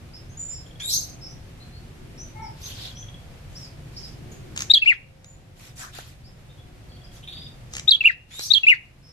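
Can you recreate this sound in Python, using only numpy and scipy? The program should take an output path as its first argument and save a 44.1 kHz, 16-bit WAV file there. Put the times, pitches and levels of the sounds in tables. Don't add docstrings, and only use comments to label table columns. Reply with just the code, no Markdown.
import sys
import numpy as np
from scipy import signal
from scipy.fft import rfft, irfft
from scipy.io import wavfile
from scipy.ndimage import uniform_filter1d, minimum_filter1d, map_coordinates

SR = 44100
rng = np.random.default_rng(int(sys.argv[2]) if len(sys.argv) > 2 else 0)


def digitize_waveform(pressure):
    field = np.atleast_2d(pressure).T
    bounded = np.clip(field, -1, 1)
    quanta = np.round(bounded * 32767).astype(np.int16)
    wavfile.write(sys.argv[1], SR, quanta)


N = 402191
TIME = np.arange(N) / SR

# [t/s after onset, f/Hz]
PIP_PITCH = [(0, 2900), (.002, 3500), (.006, 3700), (.01, 3770), (.015, 3680), (.02, 3980), (.024, 3880)]
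TSEW_PITCH = [(0, 4950), (.007, 4120), (.017, 3390), (.025, 3220), (.035, 3280), (.044, 3440), (.047, 3350),
              (.05, 2500)]
TUT_PITCH = [(0, 2780), (.007, 2680), (.014, 2620), (.029, 2570)]
WEEO_PITCH = [(0, 2250), (.004, 2270), (.012, 2470), (.016, 2560), (.02, 2760), (.028, 2865), (.035, 2810),
              (.042, 2520), (.052, 2250), (.063, 2020), (.069, 1830), (.076, 1050)]
# [glide, release/s, slope/dB per octave, rasp level/dB]
PIP = (PIP_PITCH, 0.0036, 20, 0)
TSEW = (TSEW_PITCH, 0.0028, 23, 2)
TUT = (TUT_PITCH, 0.021, 15, -7.5)
WEEO = (WEEO_PITCH, 0.012, 13.7, 2)
# [t/s, note, time stretch, pitch factor, level/dB, attack/s, gain over the note/dB,
#   left-right level/dB, its change over the note/dB, lag of the right port/ms,
#   delay of the nearest reflection left/ms, right/ms, reflection level/dB]
SONG = [(4.6976, PIP, 0.91, 1, -13, 0.0076, 0.5, 5.5, 2, 0.26, 1.03, 2.06, -13),
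        (4.734, TSEW, .98, 1, -7, 0.0078, -1.5, 1.5, -3.5, 0.31, 1.6, 1.14, -11.5),
        (4.8165, TUT, 1.07, 0.99, -8, 0.011, 5, 5.5, -9, .25, 1.07, 1.89, -17),
        (4.8575, WEEO, 1, 0.99, -10, .004, 3, 11.5, -3, 0.19, 0.27, 0.79, -4),
        (7.875, PIP, 0.91, .994, -9.5, 0.0083, 4, 5.5, -1, 0.33, 0.489, 2.6, -7),
        (7.9049, TSEW, 1.12, 1.004, -11.5, .012, -9, -3.5, -3, 0.18, 2.04, 0.075, -4),
        (8.005, TUT, 0.79, 1, -11, 0.0062, -1, 7, -2, 0.039, 1.08, 1.22, -17),
        (8.038, WEEO, 0.96, 0.99, -10.5, 0.0055, 1, 3.5, 1, 0.3, 0.684, 1.11, -2.5),
        (8.4997, PIP, 1.01, .993, -12, 0.013, 3, 12, 9.5, 0.19, 0.3, 1.2, -1.5),
        (8.5326, TSEW, 1.03, 0.99, -8.5, 0.0092, -5.5, -7, -8, 0.5, 1.42, .64, -8),
        (8.6308, TUT, 1, 1, -9.5, 0.0089, 0, 6, 3.5, .14, 0.31, 2.5, -4.5),
        (8.6651, WEEO, 1.016, 1, -7.5, .0045, -3, 3.5, -1, 0.27, 0.42, 0.7, -9.5)]
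SONG_DB = 7.5
FLUTTER_DB, FLUTTER_PER_S = 2.07, 450
FLICK_S, FLICK_DB = .006, -24
# [f/Hz, level/dB]
FLICK_COLOUR = [(900, -15), (1300, -14), (2100, -8.5), (2600, -3), (3000, -3.5), (4400, -8.5), (5500, -23),
                (12000, -34.5)]
# [f/Hz, level/dB]
BEAK = [(4500, -7), (5600, -9.5), (6700, -5), (7600, 1.5), (8500, -22), (9600, -2), (10600, -5),
        (11400, 10.5), (12400, -1.5), (14000, -14)]
# [f/Hz, level/dB]
AIR = [(600, -3.5), (1300, -1), (2000, 1.5), (2500, 3.5), (4300, 5.5), (5500, -7), (7200, -15),
       (9000, -19.5), (11600, -11.5), (14000, -30.5)]
# [f/Hz, left-right level/dB]
PORT_BALANCE = [(1600, 4.5), (2100, 7), (2450, -9), (2860, -1)]
# [left delay/ms, right delay/ms, level/dB]
ECHOES = [(2.1, 1.8, -23), (4.4, 5.1, -11.5), (7.2, 6.4, -21), (11.9, 9.2, -17.5)]
# [f/Hz, level/dB]
PORCH = [(500, 2.5), (2300, 4), (2850, 1.5), (3300, 3), (3700, 2), (4300, 2.5), (7000, 5), (14000, -2)]

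# [t/s, level/dB]
WINGS = [(4.563, -18.5), (4.576, -12), (4.592, -17), (4.606, -12), (4.6205, -11.5), (5.245, -24),
         (7.737, -16.5), (7.752, -17), (7.767, -12.5), (7.782, -14.5), (7.796, -17), (8.394, -8),
         (8.4095, -15)]
# [f/Hz, level/dB]
SNAP = [(300, -37), (1200, 0), (2500, 8.5), (4000, 3.5), (5200, 1.5), (6300, 10), (7500, 5.5), (9000, -16),
        (14000, -17)]
# [t/s, level/dB, f/Hz]
KNOCKS = [(5.988, -25.5, 775), (8.394, -25, 472)]
# [multiple of its pitch, level/dB, t60/s]
KNOCK_MODES = [(.55, -21, .012), (1, 5, 0.0094), (1.7, 0.5, .009)]
# [t/s, length/s, level/dB, favoured f/Hz, emphasis/dB]
RUSTLES = [(2.541, 0.32, -47, 4200, 7.5), (2.588, .16, -48.5, 12600, 22), (2.596, .12, -46, 4620, 13),
           (2.646, 0.13, -45.5, 3280, 20), (2.748, 0.18, -40.5, 3700, 14), (3.484, 0.23, -55, 6750, 7),
           (3.893, 0.27, -52.5, 5000, 11), (4.295, 0.089, -56, 5500, -2), (4.552, 0.11, -42, 5170, 7),
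           (5.546, 0.18, -43.5, 2600, 2.5), (5.75, 0.098, -37, 7360, 9.5), (5.763, 0.11, -37.5, 1590, 7.5),
           (5.809, .055, -37, 1390, 15), (5.913, .13, -37.5, 3270, 7), (5.928, 0.059, -42.5, 1500, 16),
           (6.025, 0.12, -48.5, 2960, 3.5), (7.103, 0.11, -50.5, 5530, 3), (7.704, 0.11, -43, 5800, 17),
           (8.273, 0.23, -38.5, 3500, 7.5)]
# [f/Hz, level/dB]
FEATHERS = [(300, -14.5), (700, 0), (1500, 0.5), (4000, 1), (7500, -1.5), (9200, -7), (11500, -2.5),
            (14000, -8)]
RUSTLE_WIDTH_OCTAVES = 0.36

# [t/s after onset, f/Hz]
WHEEZE_PITCH = [(0, 3350), (.04, 3650), (.08, 3800), (.11, 4000), (.14, 5700), (.16, 6300), (.18, 6400)]
# [t/s, time stretch, final level/dB, second harmonic level/dB]
WHEEZES = [(0.798, 0.91, -23, -5), (8.307, 0.88, -23.5, -6.5)]
WHEEZE_SWELL_DB_PER_S, WHEEZE_ATTACK_S, WHEEZE_RELEASE_S = 111, 0.0076, 0.02
WHEEZE_JITTER, WHEEZE_BREAK_JITTER = 0.013, 0.14
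WHEEZE_CATCH_S, WHEEZE_CATCH_DB = .02, -41
# [f/Hz, level/dB]
CATCH = [(1000, -17), (1700, -4), (2500, 4), (3400, -13.5), (4200, -5.5), (6800, -7.5), (9000, -23)]
WHEEZE_HISS_AT_S, WHEEZE_HISS_S, WHEEZE_HISS_DB = 0.067, 0.12, -8
# [f/Hz, level/dB]
WHEEZE_HISS = [(2500, -25), (3500, -13), (4300, 4), (5500, -7.5), (7000, -13.5), (9000, -10), (10600, -14),
               (11800, -9.5), (14000, -14)]
# [f/Hz, level/dB]
WHEEZE_THROAT = [(2000, -20.5), (2900, -13), (3400, -0.5), (7500, 1), (9000, -3.5), (10400, -1),
                 (11600, -0.5), (14000, -2)]
RAGGED_DB, RAGGED_HZ, RAGGED_S = 2.3, 600, .011

# [t/s, length/s, top f/Hz, share of the note before its top, level/dB]
CHIRPS = [(0.133, 0.045, 5210, 0.66, -41), (0.498, 0.12, 5350, 0.46, -42),
          (0.801, 0.0092, 3360, 0.47, -28.5), (1.209, 0.084, 5350, 0.533, -38.5),
          (1.265, 0.074, 5900, .7, -48), (1.601, 0.047, 4210, 0.65, -46), (1.72, 0.077, 4410, 0.72, -49),
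          (2.176, 0.071, 6080, 0.81, -38), (2.417, 0.071, 5600, 0.051, -44.5),
          (2.624, 0.059, 6280, 0.59, -36.5), (2.949, 0.084, 6120, 0.72, -41), (3.552, 0.039, 5770, 1, -37),
          (3.608, .06, 5300, 0.076, -41), (3.963, 0.029, 5440, 0.93, -33.5),
          (4.026, 0.0406, 5130, 0.72, -36.5), (4.315, 0.014, 6800, 0.28, -42.5),
          (5.16, .07, 5670, 0.92, -61), (6.237, 0.051, 5230, 1, -46), (6.487, 0.047, 3670, .5, -50.5),
          (6.573, 0.054, 3460, 0.61, -50), (6.887, 0.089, 4500, 0.48, -50),
          (7.034, 0.032, 5040, 0.57, -45.5), (9.023, 0.16, 5330, 0.3, -43)]
CHIRP_TOP, CHIRP_BEND, CHIRP_JITTER = .65, .18, .032
FAINT_CHIRPS_PER_S, FAINT_CHIRP_DB, FAINT_CHIRP_S = 0.57, -66.5, 0.064
FAINT_LOW_HZ, FAINT_HIGH_HZ = 4200, 5600
# [t/s, length/s, level/dB, decay/dB per s, starting f/Hz, held f/Hz]
SEEPS = [(.29, 0.065, -55, 5, 5970, 6630), (0.37, 0.024, -36, 10, 6750, 7360),
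         (0.392, 0.168, -29.5, 29, 7034, 7150), (5.255, 0.081, -44, 10, 6720, 7100)]
SEEP_RISE_S = 0.026
# [t/s, ticks per s, length/s, level/dB]
TICK_RUNS = [(0.662, 21.6, .12, -47.5), (2.716, 20, .07, -44), (2.91, 17.3, .26, -39.5),
             (6.917, 20.2, .28, -46.5)]
TICK_S, TICK_START_HZ, TICK_END_HZ = 0.0092, 3170, 3370
CHATTER_AT_S, STROKES_PER_S, STROKE_S, CHATTER_DB = 7.228, 21.7, .042, -33.6
STROKE_START_HZ, STROKE_END_HZ = 3000, 3730
FIRST_STROKE_PITCH, FIRST_STROKE_SOFTER_DB = .87, 9
CHATTER_FADE_DB_PER_S, CHATTER_OVERTONE_DB = 37, -19.5
STROKE_RASP_DB = -6.5
# [f/Hz, level/dB]
STROKE_RASP = [(1800, -18), (2600, -7.5), (3200, -6), (3750, 6), (4100, -40), (7000, -19), (10000, -38),
               (11500, -18), (14000, -42)]
UPPER_AT_S, UPPER_S, UPPER_HZ, UPPER_BEND, UPPER_TOP, UPPER_DB = 7.29, .2, 4870, .22, .8, -43
TOOT_AT_S, TOOT_S, TOOT_HZ, TOOT_BEND, TOOT_DB = 2.345, 0.137, 446, 0.18, -36.5
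# [multiple of TOOT_HZ, level/dB]
TOOT_PARTIALS = [(2, 0), (3, -18), (4, -22), (5, -15)]

# [t/s, firings per s]
MOTORBIKE_SPEED = [(0, 84), (1.1, 76), (1.7, 72), (2.3, 84), (3.1, 70), (3.9, 66), (4.6, 80), (5.15, 76),
                   (5.6, 73), (6.3, 69), (6.75, 72.5), (7.4, 70.3), (9.12, 71)]
# [t/s, level/dB]
MOTORBIKE_LEVEL = [(0, -68), (1.05, -54), (2.15, -68), (3.1, -55.5), (4.35, -61.5), (5.2, -54.5),
                   (6.6, -55.5), (7.4, -55), (9.12, -58.5)]
# [f/Hz, level/dB]
EXHAUST = [(70, -7), (140, -0.5), (210, -6.5), (280, -13), (350, -11.5), (420, -10.5), (495, -6.5),
           (565, -11), (635, -12), (710, -7), (800, -16.5), (1000, -22.5)]
# [t/s, level/dB]
ROAR_LEVEL = [(0, -54), (.7, -63), (1.15, -56.5), (1.65, -58.5), (2.15, -49.5), (2.8, -58.5), (3.2, -75),
              (3.8, -57), (4.3, -48.5), (4.65, -52.5), (5.2, -67.5), (6.4, -58.5), (7.4, -59.5),
              (9.12, -65.5)]
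# [f/Hz, level/dB]
ROAR = [(120, -25), (230, -5.5), (320, 2.5), (400, -5), (520, -17), (1000, -35.5), (2000, -72.5)]
# [t/s, level/dB]
TRAFFIC_SWELL = [(0, -1), (2.4, 0.5), (3.3, 0.5), (4.4, 1), (6.4, 0.5), (9.12, 1.5)]
# [f/Hz, level/dB]
RUMBLE = [(12, -37), (20, -0.5), (76, -1.5), (128, 1), (149, -1.5), (198, -11.5), (255, -14), (318, -18.5),
          (441, -22.5), (512, -33), (700, -29.5), (910, -53.5), (1540, -120)]
# [f/Hz, level/dB]
HISS = [(290, -37.5), (500, -1), (728, -4.5), (825, -5), (1030, -7.5), (1680, -8), (2440, -8.5),
        (3860, -13), (12600, -23.5), (13900, -26.5)]
RUMBLE_DB, HISS_DB = -42.5, -53
# [f/Hz, left-right likeness]
LIKENESS = [(30, 0.42), (70, 1), (160, 0.98), (350, 0.94), (700, 0.19), (1400, 0), (12000, 0)]
CUTOFF_HZ = 14100


def tailorbird():
    song = np.zeros((2, N))
    rasp, flicks, effort, lag_ms = np.zeros((4, N))
    for (s, note, stretch, tuning, level_db, attack_s, swell_db, pan_db, turn_db,
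         late_ms, left_ms, right_ms, bounce_db) in SONG:
        pitch, release_s, db_per_octave, rasp_db = note
        hz = tuning * curves(pitch, stretch)[0]
        along = np.linspace(-.5, .5, len(hz))
        db = SONG_DB + level_db + swell_db * along + db_per_octave * np.log2(hz / hz.mean())
        gate = fade(len(hz), attack_s, release_s)
        flutter_db = FLUTTER_DB * wobble(len(hz), FLUTTER_PER_S)
        tone = gate * whistle(hz, db + flutter_db, [(1, 0)], jitter=.009)
        balance_db = pan_db + turn_db * along + at_hz(PORT_BALANCE, hz)
        left, right = tone * from_db(balance_db * [[.5], [-.5]])
        add(song, s, np.array([bounced(left, left_ms, bounce_db), bounced(right, right_ms, bounce_db)]))
        overtones = [(1.5, -42), (2, -35), (3, -43), (4, -51)]
        add(rasp, s, gate * whistle(hz, db + rasp_db, overtones, jitter=.06, jitter_rate=4100))
        add(effort, s, gate * from_db(db + rasp_db))
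        for edge_s in (s, s + len(hz) / SR):
            flick = from_db(SONG_DB + level_db + FLICK_DB) * puff(FLICK_S, FLICK_COLOUR)
            add(flicks, edge_s - FLICK_S / 2, flick)
        lag_ms[int(s * SR):] = late_ms
    air = from_db(-41.5) * effort * rms_one(tint(rng.standard_normal(N), AIR))
    edge = far_off(tint(rasp, BEAK) + air, direct_db=-1.5, room_db=1.5, t60=0.058)
    edge += far_off(flicks, direct_db=-9.5, room_db=-2, t60=0.1)
    return edge + in_cage(song, lag_ms, echo_db=-3.5, room_db=-23.0, t60=0.35)


def wings_and_feet():
    snaps = bursts(WINGS, SNAP, decay_s=.0014, swish_db=-20, swish_s=.005)
    return in_cage(snaps + knocks(), lag_ms=.2, echo_db=-6, room_db=-16, t60=.35)


def bursts(rows, colour, decay_s, swish_db, swish_s):
    envelope = np.zeros(N)
    t = np.arange(-SR // 50, SR // 10) / SR
    crack = (t >= 0) * np.exp(-abs(t) / decay_s)
    shape = crack + from_db(swish_db) * np.exp(-abs(t) / swish_s)
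    for s, db in rows:
        add(envelope, s + t[0], from_db(db) * shape)
    noise = rms_one(tint(rng.standard_normal(N), colour))
    return .5 * envelope * noise * np.ones((2, 1))


def knocks():
    out, t = np.zeros(N), TIME[:SR // 20]
    for s, db, hz in KNOCKS:
        for k, level_db, t60 in KNOCK_MODES:
            add(out, s, from_db(db + level_db - 60 * t / t60) * np.sin(2 * np.pi * k * hz * t))
    return out


def rustles():
    out, hz = np.zeros((2, N)), np.geomspace(300, 14000, num=40)
    for s, length, db, centre_hz, emphasis_db in RUSTLES:
        size = int(length * SR)
        octaves_off = np.log2(hz / centre_hz)
        band_db = emphasis_db * np.exp(-.5 * (octaves_off / RUSTLE_WIDTH_OCTAVES) ** 2)
        colour = list(zip(hz, at_hz(FEATHERS, hz) + band_db))
        noise = rms_one(tint(rng.standard_normal((2, size)), colour))
        grain_db = 1.8 * wobble(size, rate=500)
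        add(out, s, noise * np.hanning(size) ** 0.6 * from_db(db + grain_db))
    return ragged(out + from_db(-3.5) * reverb(out, t60=0.27))


def wheezer():
    out, catches = np.zeros((2, N))
    for s, stretch, level_db, overtones_db in WHEEZES:
        hz, = curves(WHEEZE_PITCH, stretch)
        sweep = uniform_filter1d(np.gradient(hz), size=1900)
        jitter = WHEEZE_JITTER + WHEEZE_BREAK_JITTER * (sweep / sweep.max()) ** 2
        db = level_db - WHEEZE_SWELL_DB_PER_S * TIME[:len(hz)][::-1]
        partials = [(1, 0), (2, overtones_db), (3, overtones_db - 2)]
        gate = fade(len(hz), WHEEZE_ATTACK_S, WHEEZE_RELEASE_S)
        add(out, s, gate * whistle(hz, db, partials, jitter, jitter_rate=3300))
        add(catches, s - WHEEZE_CATCH_S / 4, from_db(WHEEZE_CATCH_DB) * puff(WHEEZE_CATCH_S, CATCH))
        hiss = from_db(level_db + WHEEZE_HISS_DB) * puff(WHEEZE_HISS_S, WHEEZE_HISS)
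        add(out, s + WHEEZE_HISS_AT_S, hiss)
    return ragged(far_off(tint(out, WHEEZE_THROAT) + catches, direct_db=1.0, room_db=4.5, t60=0.35))


def small_birds():
    return far_off(chirps() + seeps() + ticks() + chatter(count=6), direct_db=-1.0, room_db=-4, t60=0.32)


def chirps():
    out = np.zeros(N)
    draws = rng.random((max(int(FAINT_CHIRPS_PER_S * N / SR), 1), 2))
    faint = [(when * N / SR, FAINT_CHIRP_S, FAINT_LOW_HZ + high * (FAINT_HIGH_HZ - FAINT_LOW_HZ),
              CHIRP_TOP, FAINT_CHIRP_DB) for when, high in draws]
    for s, length, hz, top, db in CHIRPS + faint:
        add(out, s, arch(length, hz, db, CHIRP_BEND, top, [(1, -1), (2, -41)], CHIRP_JITTER))
    return out


def seeps():
    out = np.zeros(N)
    for s, length, db, dying_db_per_s, start_hz, held_hz in SEEPS:
        t = TIME[:int(length * SR)]
        hz = held_hz + (start_hz - held_hz) * np.exp(-t / SEEP_RISE_S)
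        tone = whistle(hz, db - dying_db_per_s * t, [(1, 0)], jitter=0.0042)
        add(out, s, fade(len(t), attack_s=0.0048, release_s=0.018) * tone)
    return out


def ticks():
    out = np.zeros(N)
    for s, rate, length, db in TICK_RUNS:
        for onset in np.arange(s, s + length, 1 / rate):
            add(out, onset, chirp(TICK_S, TICK_START_HZ, TICK_END_HZ, db, rough=.7))
    return out


def chatter(count):
    out, u = np.zeros(N), np.linspace(0, 1, int(STROKE_S * SR))
    for k in range(count):
        onset = CHATTER_AT_S + k / STROKES_PER_S
        hz = STROKE_END_HZ + (STROKE_START_HZ - STROKE_END_HZ) * (1 - u) ** 6
        db = CHATTER_DB - CHATTER_FADE_DB_PER_S * k / STROKES_PER_S
        if k == 0:
            hz = hz * FIRST_STROKE_PITCH
            db -= FIRST_STROKE_SOFTER_DB
        buzz_db = 4 * wobble(len(u), rate=900)
        stroke = whistle(hz, db + buzz_db, [(1, 0), (3, CHATTER_OVERTONE_DB)], jitter=0.03)
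        add(out, onset, fade(len(u), attack_s=0.0058, release_s=0.031) * stroke)
        rattle = from_db(db + STROKE_RASP_DB + buzz_db) * puff(STROKE_S, STROKE_RASP)
        add(out, onset - STROKE_S / 4, rattle)
    upper = arch(UPPER_S, UPPER_HZ, UPPER_DB, UPPER_BEND, UPPER_TOP, [(1, 0)], jitter=.018)
    add(out, UPPER_AT_S, upper)
    return out


def toot():
    out = np.zeros(N)
    tone = arch(TOOT_S, TOOT_HZ, TOOT_DB, TOOT_BEND, 0.507, TOOT_PARTIALS, jitter=0.043, jitter_rate=180)
    add(out, TOOT_AT_S, tone)
    return far_off(out, direct_db=-5.5, room_db=0, t60=.33)


def motorbike():
    hz = np.interp(TIME, *np.transpose(MOTORBIKE_SPEED))
    phase = 2 * np.pi * np.cumsum(hz * (1 + .016 * wobble(N, rate=45))) / SR
    drone = np.zeros(N)
    for k in range(1, 13):
        harmonic_db = at_hz(EXHAUST, k * np.median(hz)) + 3.5 * wobble(N, rate=4.6)
        drone += np.sin(k * phase) * from_db(harmonic_db)
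    level = from_db(np.interp(TIME, *np.transpose(MOTORBIKE_LEVEL)))
    return far_off(rms_one(drone) * level, direct_db=-2, room_db=-1, t60=0.1)


def passing_engines():
    level = from_db(np.interp(TIME, *np.transpose(ROAR_LEVEL)))
    roar = rms_one(tint(rng.standard_normal(N), ROAR)) * level
    return far_off(roar, direct_db=-2, room_db=-3.5, t60=.2, lag_ms=.1)


def traffic():
    swell_db = np.interp(TIME, *np.transpose(TRAFFIC_SWELL))
    alike = np.clip(at_hz(LIKENESS, np.fft.rfftfreq(N, 1 / SR)), -1, 1)
    out = np.zeros((2, N))
    for colour, db, waver_db in [(RUMBLE, RUMBLE_DB, 1.2), (HISS, HISS_DB, .5)]:
        mid, side = rfft(rng.standard_normal((2, N)))
        noise = irfft(np.sqrt(1 + alike) * mid + np.sqrt(1 - alike) * side * [[1], [-1]], N)
        out += rms_one(tint(noise, colour)) * from_db(db + swell_db + waver_db * wobble(N, rate=34.0))
    return out


def whistle(hz, db, partials, jitter, jitter_rate=1500):
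    phase = 2 * np.pi * np.cumsum(hz * (1 + jitter * wobble(len(hz), jitter_rate))) / SR
    audible = [from_db(level) * np.sin(k * phase) * (k * hz < SR / 2) for k, level in partials]
    return from_db(db) * sum(audible)


def arch(length, top_hz, db, bend, top, partials, jitter, jitter_rate=1500):
    u = np.linspace(0, 1, int(max(length, .004) * SR))
    hz = top_hz * (1 - bend * (u - top) ** 2)
    return np.sqrt(abs(np.sin(np.pi * u))) * whistle(hz, db, partials, jitter, jitter_rate)


def chirp(length, start_hz, end_hz, db, rough):
    u = np.linspace(0, 1, int(max(length, .004) * SR))
    hz = end_hz + (start_hz - end_hz) * (1 - u) ** 2
    tone = whistle(hz, np.full(len(u), db), [(1, 0), (2, -30)], jitter=.055 * rough, jitter_rate=1500)
    return np.sqrt(abs(np.sin(np.pi * u))) * tone


def puff(length, colour):
    size = int(max(length, .002) * SR)
    return np.hanning(size) * rms_one(tint(rng.standard_normal(size), colour))


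def ragged(x):
    hz, t, cells = signal.stft(x, SR, nperseg=256)
    chance = rng.standard_normal((int(hz[-1] / RAGGED_HZ) + 2, int(t[-1] / RAGGED_S) + 2))
    grid = np.meshgrid(hz / RAGGED_HZ, t / RAGGED_S, indexing="ij")
    patches = map_coordinates(chance, grid, order=1)
    gain = rms_one(from_db(RAGGED_DB * rms_one(patches)))
    return signal.istft(cells * gain, SR, nperseg=256)[1][..., :N]


def bounced(tone, delay_ms, db):
    at = np.arange(len(tone) + SR // 200)
    return sum(gain * np.interp(at - ms * SR / 1000, np.arange(len(tone)), tone, left=0, right=0)
               for ms, gain in [(0, 1), (delay_ms, from_db(db))])


def in_cage(x, lag_ms, echo_db, room_db, t60):
    mid = x.mean(axis=0)
    echoes = sum(from_db(db) * np.array([delayed(mid, left), delayed(mid, right)])
                 for left, right, db in ECHOES)
    scatter = from_db(-14) * reverb(mid, t60=.12)
    direct = np.array([x[0], delayed(x[1], lag_ms)])
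    return direct + from_db(echo_db) * echoes + scatter + from_db(room_db) * reverb(mid, t60)


def far_off(x, direct_db, room_db, t60, lag_ms=0.322):
    direct = np.array([x, delayed(x, lag_ms)])
    return from_db(direct_db) * direct + from_db(room_db) * reverb(x, t60)


def reverb(x, t60):
    t = TIME[:SR]
    decay = from_db(-60 * t / t60) * (1 - np.exp(-t / 0.0019))
    tail = tint(rng.standard_normal((2, SR)), PORCH) * decay
    return signal.fftconvolve(np.atleast_2d(x), rms_one(tail) / np.sqrt(SR), axes=1)[:, :N]


def delayed(x, ms):
    return np.interp(TIME - ms / 1000, TIME, x, left=0)


def fade(size, attack_s, release_s):
    t = np.arange(size) / SR
    return np.sin(np.pi / 2 * np.clip(np.minimum(t / attack_s, t[::-1] / release_s), 0, 1)) ** 2


def wobble(size, rate):
    at = np.arange(size) * rate / SR
    knots = int(at[-1]) + 2
    return np.interp(at, np.arange(knots), rng.standard_normal(knots))


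def curves(rows, stretch=1):
    s, *columns = np.transpose(rows)
    s = np.maximum.accumulate(s - s[0]) * stretch
    return [np.interp(np.arange(0, s[-1], 1 / SR), s, c) for c in columns]


def tint(x, spectrum):
    size = x.shape[-1]
    return irfft(rfft(x) * from_db(at_hz(spectrum, np.fft.rfftfreq(size, 1 / SR))), size)


def at_hz(points, hz):
    points = np.array(points)
    return np.interp(np.log(np.maximum(hz, 1)), np.log(points[:, 0]), points[:, 1])


def from_db(db):
    return 10 ** (np.asarray(db) / 20)


def rms_one(x):
    return x / np.sqrt(np.mean(x ** 2) + 1e-20)


def add(track, s, sound):
    start = int(np.clip(round(s * SR), 0, N - 1))
    track[..., start:start + sound.shape[-1]] += sound[..., :N - start]


def gain_control(x, ceiling_db, release_s):
    over = np.maximum(20 * np.log10(abs(x).max(axis=0) + 1e-9) - ceiling_db, 1e-9)
    held = np.exp(np.maximum.accumulate(np.log(over) + TIME / release_s) - TIME / release_s)
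    return x * from_db(uniform_filter1d(minimum_filter1d(-held, size=801), size=801))


def scene():
    near = tailorbird() + wings_and_feet() + rustles()
    far = wheezer() + small_birds() + toot()
    return near + far + motorbike() + passing_engines() + traffic()


def record(dry):
    levelled = gain_control(dry, ceiling_db=-1.0, release_s=1.75)
    return signal.sosfilt(signal.ellip(10, .2, 70, CUTOFF_HZ, fs=SR, output="sos"), levelled)


dry = scene()
out = record(dry)
digitize_waveform(out)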